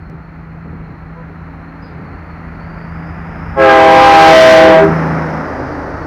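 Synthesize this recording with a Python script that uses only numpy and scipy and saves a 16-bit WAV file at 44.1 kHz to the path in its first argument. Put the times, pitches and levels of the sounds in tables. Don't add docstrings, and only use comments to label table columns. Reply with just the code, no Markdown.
import sys
import numpy as np
from scipy import signal
from scipy.fft import rfft, irfft, next_fast_len
from scipy.io import wavfile

SR = 44100
rng = np.random.default_rng(int(sys.argv[2]) if len(sys.argv) > 2 else 0)


def dump_mix(stems):
    frames = np.atleast_2d(stems).T
    limited = np.clip(frames, -1, 1)
    pcm = np.round(limited * 32767).astype(np.int16)
    wavfile.write(sys.argv[1], SR, pcm)


N = 267246
TIME = np.arange(N) / SR
PASS_S, SPEED_M_PER_S, DISTANCE_M = 4.638, 10.97, 3.46
VALVE_OPENS_S, VALVE_CLOSES_S, RELEASE_S = 3.553, 4.805, 0.083
WHISTLE_WANDER = .01


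def from_db(db):
    return 10 ** (np.asarray(db) / 20)


def rms_one(x):
    return x / np.sqrt(np.mean(x ** 2) + 1e-20)


def in_time(rows):
    times_s, *columns = np.transpose(rows)
    return [np.interp(TIME, times_s, column) for column in columns]


def at_hz(points, hz):
    points_hz, db = np.transpose(points)
    return np.interp(np.log(np.maximum(hz, 1)), np.log(points_hz), db)


def coloured(x, spectrum):
    size = next_fast_len(N + 4096)
    bins_hz = np.arange(size // 2 + 1) * SR / size
    return irfft(rfft(x, size) * from_db(at_hz(spectrum, bins_hz)), size)[:N]


def noise(spectrum):
    return rms_one(coloured(rng.standard_normal(N), spectrum))


def band(x, low_hz, high_hz):
    return signal.sosfilt(signal.butter(3, [low_hz, high_hz], "band", fs=SR, output="sos"), x)


def drift(rate_hz):
    step = 40
    pole = np.exp(-2 * np.pi * step * rate_hz / SR)
    white = rng.standard_normal(N // step + 2002)
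    slow = signal.lfilter([1], [1, -2 * pole, pole * pole], white)[2000:]
    return np.interp(np.arange(N) / step, np.arange(len(slow)), rms_one(slow))


def turning(hz):
    return 2 * np.pi * (np.cumsum(hz) / SR + rng.random())


def tone(phase, db):
    return np.sqrt(2) * from_db(db) * np.sin(phase)


def whistle(hz, blur_hz):
    phase = turning(hz * (1 + WHISTLE_WANDER * drift(6)))
    narrow = signal.butter(2, blur_hz, fs=SR, output="sos")
    in_phase, quadrature = rms_one(signal.sosfilt(narrow, rng.standard_normal((2, N))))
    return in_phase * np.cos(phase) + quadrature * np.sin(phase)


def microphone_hiss(level_db=-71):
    # frequency_hz, density_db
    colour = [(100, 2.5), (5000, -0.5), (7000, -5), (9000, -3), (15000, 7)]
    return from_db(level_db) * noise(colour)


def wind(gain_db=7.0):
    # time_s, relative_db
    strength = [(0.08, -38), (0.54, -40.5), (0.62, -37), (1.78, -42), (2.37, -38.5), (4.32, -31),
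                (4.88, -33), (5.01, -44), (6.0, -34.5)]
    # peak_s, level_db, width_s
    buffets = [(0.131, -32.5, 0.035), (0.681, -32.5, 0.022), (0.746, -31.5, 0.02), (0.83, -41, 0.02),
               (0.913, -33, 0.035), (1.312, -31, 0.014), (1.99, -31, 0.071), (2.162, -35, 0.032)]
    # frequency_hz, density_db
    flutter_colour = [(20, -5), (45, 15.5), (70, 13.5), (120, 6), (200, -1.5), (400, -26), (1200, -55),
                      (4000, -87)]
    buffet_colour = [(30, -16), (70, -19), (130, 17), (250, 5.5), (450, 3.5), (800, -20), (2000, -45),
                     (5000, -90)]
    flutter = from_db(in_time(strength)[0] + gain_db) * noise(flutter_colour)
    bumps = sum(from_db(db) * np.exp(-.5 * ((TIME - s) / width) ** 2) for s, db, width in buffets)
    return flutter + bumps * noise(buffet_colour)


def far_toot(centre_s=1.195, half_length_s=.035, pitch_hz=500):
    phase = 2 * np.pi * pitch_hz * TIME
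    gate = np.exp(-((TIME - centre_s) / half_length_s) ** 4)
    return gate * (tone(phase, db=-39.5) + tone(2 * phase, db=-41.5))


def ticks(decay_s=0.0011):
    # start_s, level_db
    clicks = [(0.098, -41), (4.804, -25), (4.84, -27), (4.846, -28), (4.849, -25)]
    # frequency_hz, density_db
    colour = [(300, -12), (2000, -8.5), (5000, -1), (8000, -4), (15000, -13)]
    envelope = sum(from_db(db) * (TIME >= s) * np.exp(-np.maximum(TIME - s, 0) / decay_s)
                   for s, db in clicks)
    return envelope * noise(colour)


def squeak(start_s=1.817, pitch_hz=4950, rise_s=.02, hiss_db=-55, hiss_lag_s=.065, hiss_width_s=.042):
    # frequency_hz, density_db
    colour = [(2000, -25), (3200, -8), (4400, 0), (4900, 8), (5500, -25)]
    age = np.maximum(TIME - start_s, 0) / rise_s
    phase = turning(pitch_hz * (1 + WHISTLE_WANDER * drift(60)))
    rasp = tone(phase, db=-50) * (1 + .55 * drift(90))
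    swell = np.exp(-.5 * ((TIME - start_s - hiss_lag_s) / hiss_width_s) ** 2)
    return age * np.exp(1 - age) * rasp + swell * from_db(hiss_db) * noise(colour)


def rear_howl():
    # time_s, pitch_hz, level_db
    course = [(4.9, 270, -50), (5.25, 275, -38), (5.57, 286, -30), (5.95, 305, -34), (6.06, 310, -52)]
    pitch_hz, level_db = in_time(course)
    return from_db(level_db) * whistle(pitch_hz, blur_hz=10)


def turbo(strands_db=-1.0, halo_db=2.5, flicker_db=5):
    # time_s, pitch_hz, relative_db
    course = [(0, 4290, -70.5), (1.72, 4190, -68.5), (2.0, 4300, -64), (2.45, 4370, -65.5),
              (2.82, 4640, -59.5), (2.92, 4800, -64), (3.08, 4950, -59.5), (3.25, 4980, -64),
              (3.5, 5130, -58), (3.9, 5020, -60), (5.25, 5280, -55), (6.06, 4430, -60)]
    # pitch_ratio, relative_db
    strands = [(.955, -7), (1, 1), (1.04, -8)]
    pitch_hz, course_db = in_time(course)
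    thin = 0
    for ratio, db in strands:
        strand = from_db(db) * whistle(ratio * pitch_hz, blur_hz=28)
        thin += strand * from_db(flicker_db * np.tanh(drift(7)))
    halo = whistle(pitch_hz, blur_hz=280)
    return from_db(course_db + strands_db) * thin + from_db(course_db + halo_db) * halo


def passing():
    ahead_m = SPEED_M_PER_S * (PASS_S - TIME)
    range_m = np.hypot(ahead_m, DISTANCE_M)
    return 20 * np.log10(DISTANCE_M / range_m), ahead_m / range_m


def truck_level(abreast_db, rear_db, falloff):
    spread_db, facing = passing()
    return abreast_db + falloff * spread_db - rear_db * facing


def crankshaft(firing_hz=80.7, doppler_share=.0225, stacks_pass_s=5.05, rev_share=.013, rev_s=2.6):
    doppler = 1 - doppler_share * np.tanh((TIME - stacks_pass_s) / .24)
    revs = 1 - rev_share * np.maximum(1 - (TIME / rev_s) ** 2, 0)
    return turning(firing_hz * doppler * revs * (1 + .002 * drift(6))) / 3


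def roar(crank, rumble_db, roar_db, clatter=0.025, throb=0.074):
    # frequency_hz, density_db
    front = [(200, -1.5), (265, -8.5), (330, -7.5), (500, -10.5), (800, -9.5), (1100, -12.5), (1330, -9.5),
             (1550, -14), (1950, -15.5), (2400, -22), (3300, -38.5), (4600, -44.5), (6800, -44.5),
             (7900, -55), (9500, -44), (15000, -55)]
    flank = [(200, -26), (275, 1), (430, -4.5), (540, -2), (680, -6.5), (1000, -10), (1400, -11),
             (1900, -16), (2500, -31), (3400, -40.5), (4400, -37), (5700, -34.5), (8000, -49.5),
             (9300, -44), (13000, -56.5)]
    side = np.clip((TIME - 3.7) / 2.0, 0, 1)
    knock = 1 + clatter * np.cos(3 * crank) + throb * np.cos(crank)
    out = 0
    for colour, share in ((front, 1 - side), (flank, side)):
        rumble = from_db(rumble_db - 3.5) * rms_one(band(noise(colour), 187, 528))
        rush = from_db(roar_db + 2.5) * rms_one(band(noise(colour), 597, 17000))
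        out += np.sqrt(share) * (rumble + knock * rush)
    return out


def exhaust(crank, rumble_db, uneven_db=-6.0, waver_db=4.5, throb_share=.3):
    # time_s, level_db
    boom_coming = [(0.1, -35), (0.42, -34.5), (0.6, -31), (0.9, -33), (0.99, -40.5), (1.08, -31.5),
                   (1.5, -34), (2.05, -38), (2.4, -33), (2.95, -28), (3.5, -29)]
    boom_going = [(4.55, -27.5), (4.8, -16), (4.92, -14), (5.16, -17.5), (5.3, -23), (5.39, -23.5),
                  (5.5, -38), (5.721, -43), (5.95, -32)]
    # crank_multiple, relative_db
    orders = [(2, -24), (4, -14), (5, -6.5), (7, -29.5), (8, -8), (9, -7.5), (10, -3.5), (11, -7.5),
              (12, -14), (13, -11.5), (14, -20.5)]
    drone_db = truck_level(abreast_db=-25.5, rear_db=0.0, falloff=0.57)
    boom_db, = in_time([*boom_coming, *boom_going])
    firing = 3 * crank
    out = tone(firing + .5 * drift(2.3), drone_db + 0.98 * drift(8.1))
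    throb = 1 + throb_share * np.cos(crank)
    out += throb * tone(2 * firing + 0.08 * drift(18), boom_db + .7 * drift(23))
    for order, db in orders:
        phase = order * crank + 2 * np.pi * rng.random() + 0.5 * drift(4.4)
        out += tone(phase, rumble_db + uneven_db + db + waver_db * drift(4.9))
    return out


def street(x):
    # delay_s, gain_db
    echoes = [(.047, -22), (.083, -23), (.139, -38), (.21, -34)]
    dull = band(x, 170, 4700)
    return x + sum(from_db(db) * np.interp(TIME - delay, TIME, dull, left=0) for delay, db in echoes)


def blast(attack_s=0.043, bite_s=0.11, bite_off_s=.012, blare_db=2, blare_s=0.23):
    spread_db, facing = passing()
    since_s = np.maximum(TIME - VALVE_OPENS_S, 0)
    closed_s = np.maximum(TIME - VALVE_CLOSES_S, 0)
    pressure = (1 - np.exp(-(since_s / attack_s) ** 2)) * np.exp(-(closed_s / RELEASE_S) ** 2)
    edge = (1 - np.exp(-(since_s / bite_s) ** 2)) * np.exp(-(closed_s / bite_off_s) ** 2)
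    gain_db = 6.5 + spread_db + 7.0 * facing
    slope_db_per_octave = -9 + 1.3365 * gain_db - 6 * (1 - edge)
    first_gush = np.exp(-(since_s / blare_s) ** 2)
    brass_db = -20.5 + 3 * facing + blare_db * first_gush
    return pressure * from_db(gain_db), brass_db, slope_db_per_octave


def trumpet(air, swells, brass, pitch_hz, sag_hz_per_s, start_sharp, swell_db):
    settle_s, jitter, flutter_share, scatter = .105, .00039, .0025, .77
    formant_hz, dispersion_rad = 1440, .2
    _, brass_db, slope_db_per_octave = blast()
    since_s = np.maximum(TIME - VALVE_OPENS_S, 0)
    slide = 1 + start_sharp * np.exp(-(since_s / settle_s) ** 2)
    phase = turning((pitch_hz - sag_hz_per_s * since_s) * slide * (1 + jitter * drift(38.5)))
    sounding = slice(int(VALVE_OPENS_S * SR), int((VALVE_CLOSES_S + 4 * RELEASE_S) * SR))
    out = air * (.5 + .5 * np.cos(phase)) ** 2
    for k in range(1, 16):
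        if k <= len(swells):
            level_db = in_time(swells[k - 1])[0] + swell_db
            paths = 1
        else:
            octaves_above = max(0, np.log2(k * pitch_hz / formant_hz))
            level_db = brass_db + at_hz(brass, k) + slope_db_per_octave * octaves_above
            flutter_hz = flutter_share * k * pitch_hz
            paths = 1 + scatter * (drift(flutter_hz) + 1j * drift(flutter_hz))[sounding]
        partial_phase = k * phase[sounding] - dispersion_rad * k ** 2 + np.angle(paths)
        out[sounding] += np.abs(paths) * tone(partial_phase, level_db[sounding])
    return out


def air_horn(air_db=-3.5):
    # time_s, relative_db
    low_1 = [(3.61, -17), (3.85, -19), (4.08, -21.5), (4.3, -16.5), (4.536, -17), (4.726, -9), (4.786, -22),
             (4.86, -9)]
    low_2 = [(3.61, -13.5), (3.874, -9.5), (3.978, -12.5), (4.072, -25.5), (4.132, -15), (4.4, -5),
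             (4.79, -4.5), (4.815, -8.5), (4.88, -15)]
    low_3 = [(3.61, -30), (3.75, -23), (3.95, -15), (4.15, -19), (4.3, -23), (4.5, -19), (4.63, -29.5),
             (4.73, -11.5), (4.84, -26)]
    low_4 = [(3.575, -21), (3.62, -16), (3.68, -17), (3.84, -27), (4.0, -27), (4.3, -17), (4.6, -47.5),
             (4.72, -31), (4.84, -27)]
    low_5 = [(3.61, -24.5), (3.7, -13), (3.849, -26), (4.2, -34.5), (4.55, -41), (4.839, -33.5)]
    mid_1 = [(3.61, -15.5), (3.892, -18.5), (3.982, -25.5), (4.274, -19.5), (4.598, -32), (4.684, -13.5),
             (4.734, -35), (4.835, -6), (4.9, -10.5)]
    mid_2 = [(3.575, -10.5), (3.615, -25), (3.668, -11.5), (4.194, -7.5), (4.316, -7), (4.358, -24),
             (4.444, -26), (4.55, -18.5), (4.6, -12.5), (4.76, -13), (4.86, -19.5)]
    high_1 = [(3.61, -8), (3.836, -15), (3.996, -12), (4.12, -18), (4.19, -31), (4.27, -16), (4.53, -17),
              (4.67, -9), (4.785, -14), (4.82, -46)]
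    high_2 = [(3.595, -15.5), (3.65, -25), (3.72, -17), (3.88, -20), (4.02, -15), (4.25, -19.5),
              (4.45, -19), (4.66, -20), (4.751, -34), (4.86, -32)]
    high_3 = [(3.609, -23.5), (3.78, -22), (3.9, -29.5), (4.049, -26), (4.621, -19.5), (4.72, -32),
              (4.84, -32)]
    # pitch_multiple, relative_db
    low_brass = [(6, -15), (7, -19), (9, -19.5), (11, -26.5), (15, -25)]
    mid_brass = [(3, -7.5), (4, -9.5), (5, -14.5), (6, -17.5), (7, -31), (10, -25), (15, -26.5)]
    high_brass = [(4, -18.5), (5, -30), (6, -15.5), (7, -26.5), (10, -35), (15, -43)]
    # frequency_hz, density_db
    air_colour = [(300, -17), (700, 4), (1300, -1.5), (2000, -10), (3000, -17.5), (5000, -21),
                  (8000, -17.5)]
    gain, brass_db, slope_db_per_octave = blast()
    rush = rms_one(band(noise(air_colour), 200, 8300))
    air = from_db(brass_db + slope_db_per_octave + air_db) * rush
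    low = trumpet(air, [low_1, low_2, low_3, low_4, low_5], low_brass,
                  pitch_hz=324.1, sag_hz_per_s=1.7, start_sharp=.028, swell_db=-0.5)
    mid = trumpet(air, [mid_1, mid_2], mid_brass,
                  pitch_hz=401.8, sag_hz_per_s=1.3, start_sharp=.033, swell_db=0.9)
    high = trumpet(air, [high_1, high_2, high_3], high_brass,
                   pitch_hz=520.1, sag_hz_per_s=6.0, start_sharp=.039, swell_db=-0.54)
    return gain * (low + mid + high)


def scene():
    crank = crankshaft()
    rumble_db = truck_level(abreast_db=-22.0, rear_db=4.5, falloff=0.66)
    roar_db = truck_level(abreast_db=-21.0, rear_db=3.0, falloff=0.88)
    truck = exhaust(crank, rumble_db) + roar(crank, rumble_db, roar_db)
    truck += turbo() + squeak() + rear_howl()
    return (truck + microphone_hiss() + street(air_horn()) + wind() + far_toot() + ticks())[None]


def record(dry, ceiling=0.8, hardness=27.0, low_cut_hz=67, port_hz=4400, top_cut_hz=15650):
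    # frequency_hz, gain_db
    response = [(100, 0.5), (2000, 0.5), (3500, -2), (5500, -3.5), (7500, -9.5), (11000, -11), (15000, -6)]
    squared = dry[0] / (1 + np.abs(dry[0] / ceiling) ** hardness) ** (1 / hardness)
    tilted = signal.sosfilt(signal.butter(1, low_cut_hz, "high", fs=SR, output="sos"), squared)
    _, poles = signal.iirpeak(port_hz, Q=22, fs=SR)
    rippled = signal.lfilter(poles[::-1], poles, tilted)
    clipped = np.clip(coloured(rippled, response), -1, 1)
    top_cut = signal.ellip(10, .1, 80, top_cut_hz, fs=SR, output="sos")
    return signal.sosfilt(top_cut, clipped)[None]


dry = scene()
out = record(dry)
dump_mix(out)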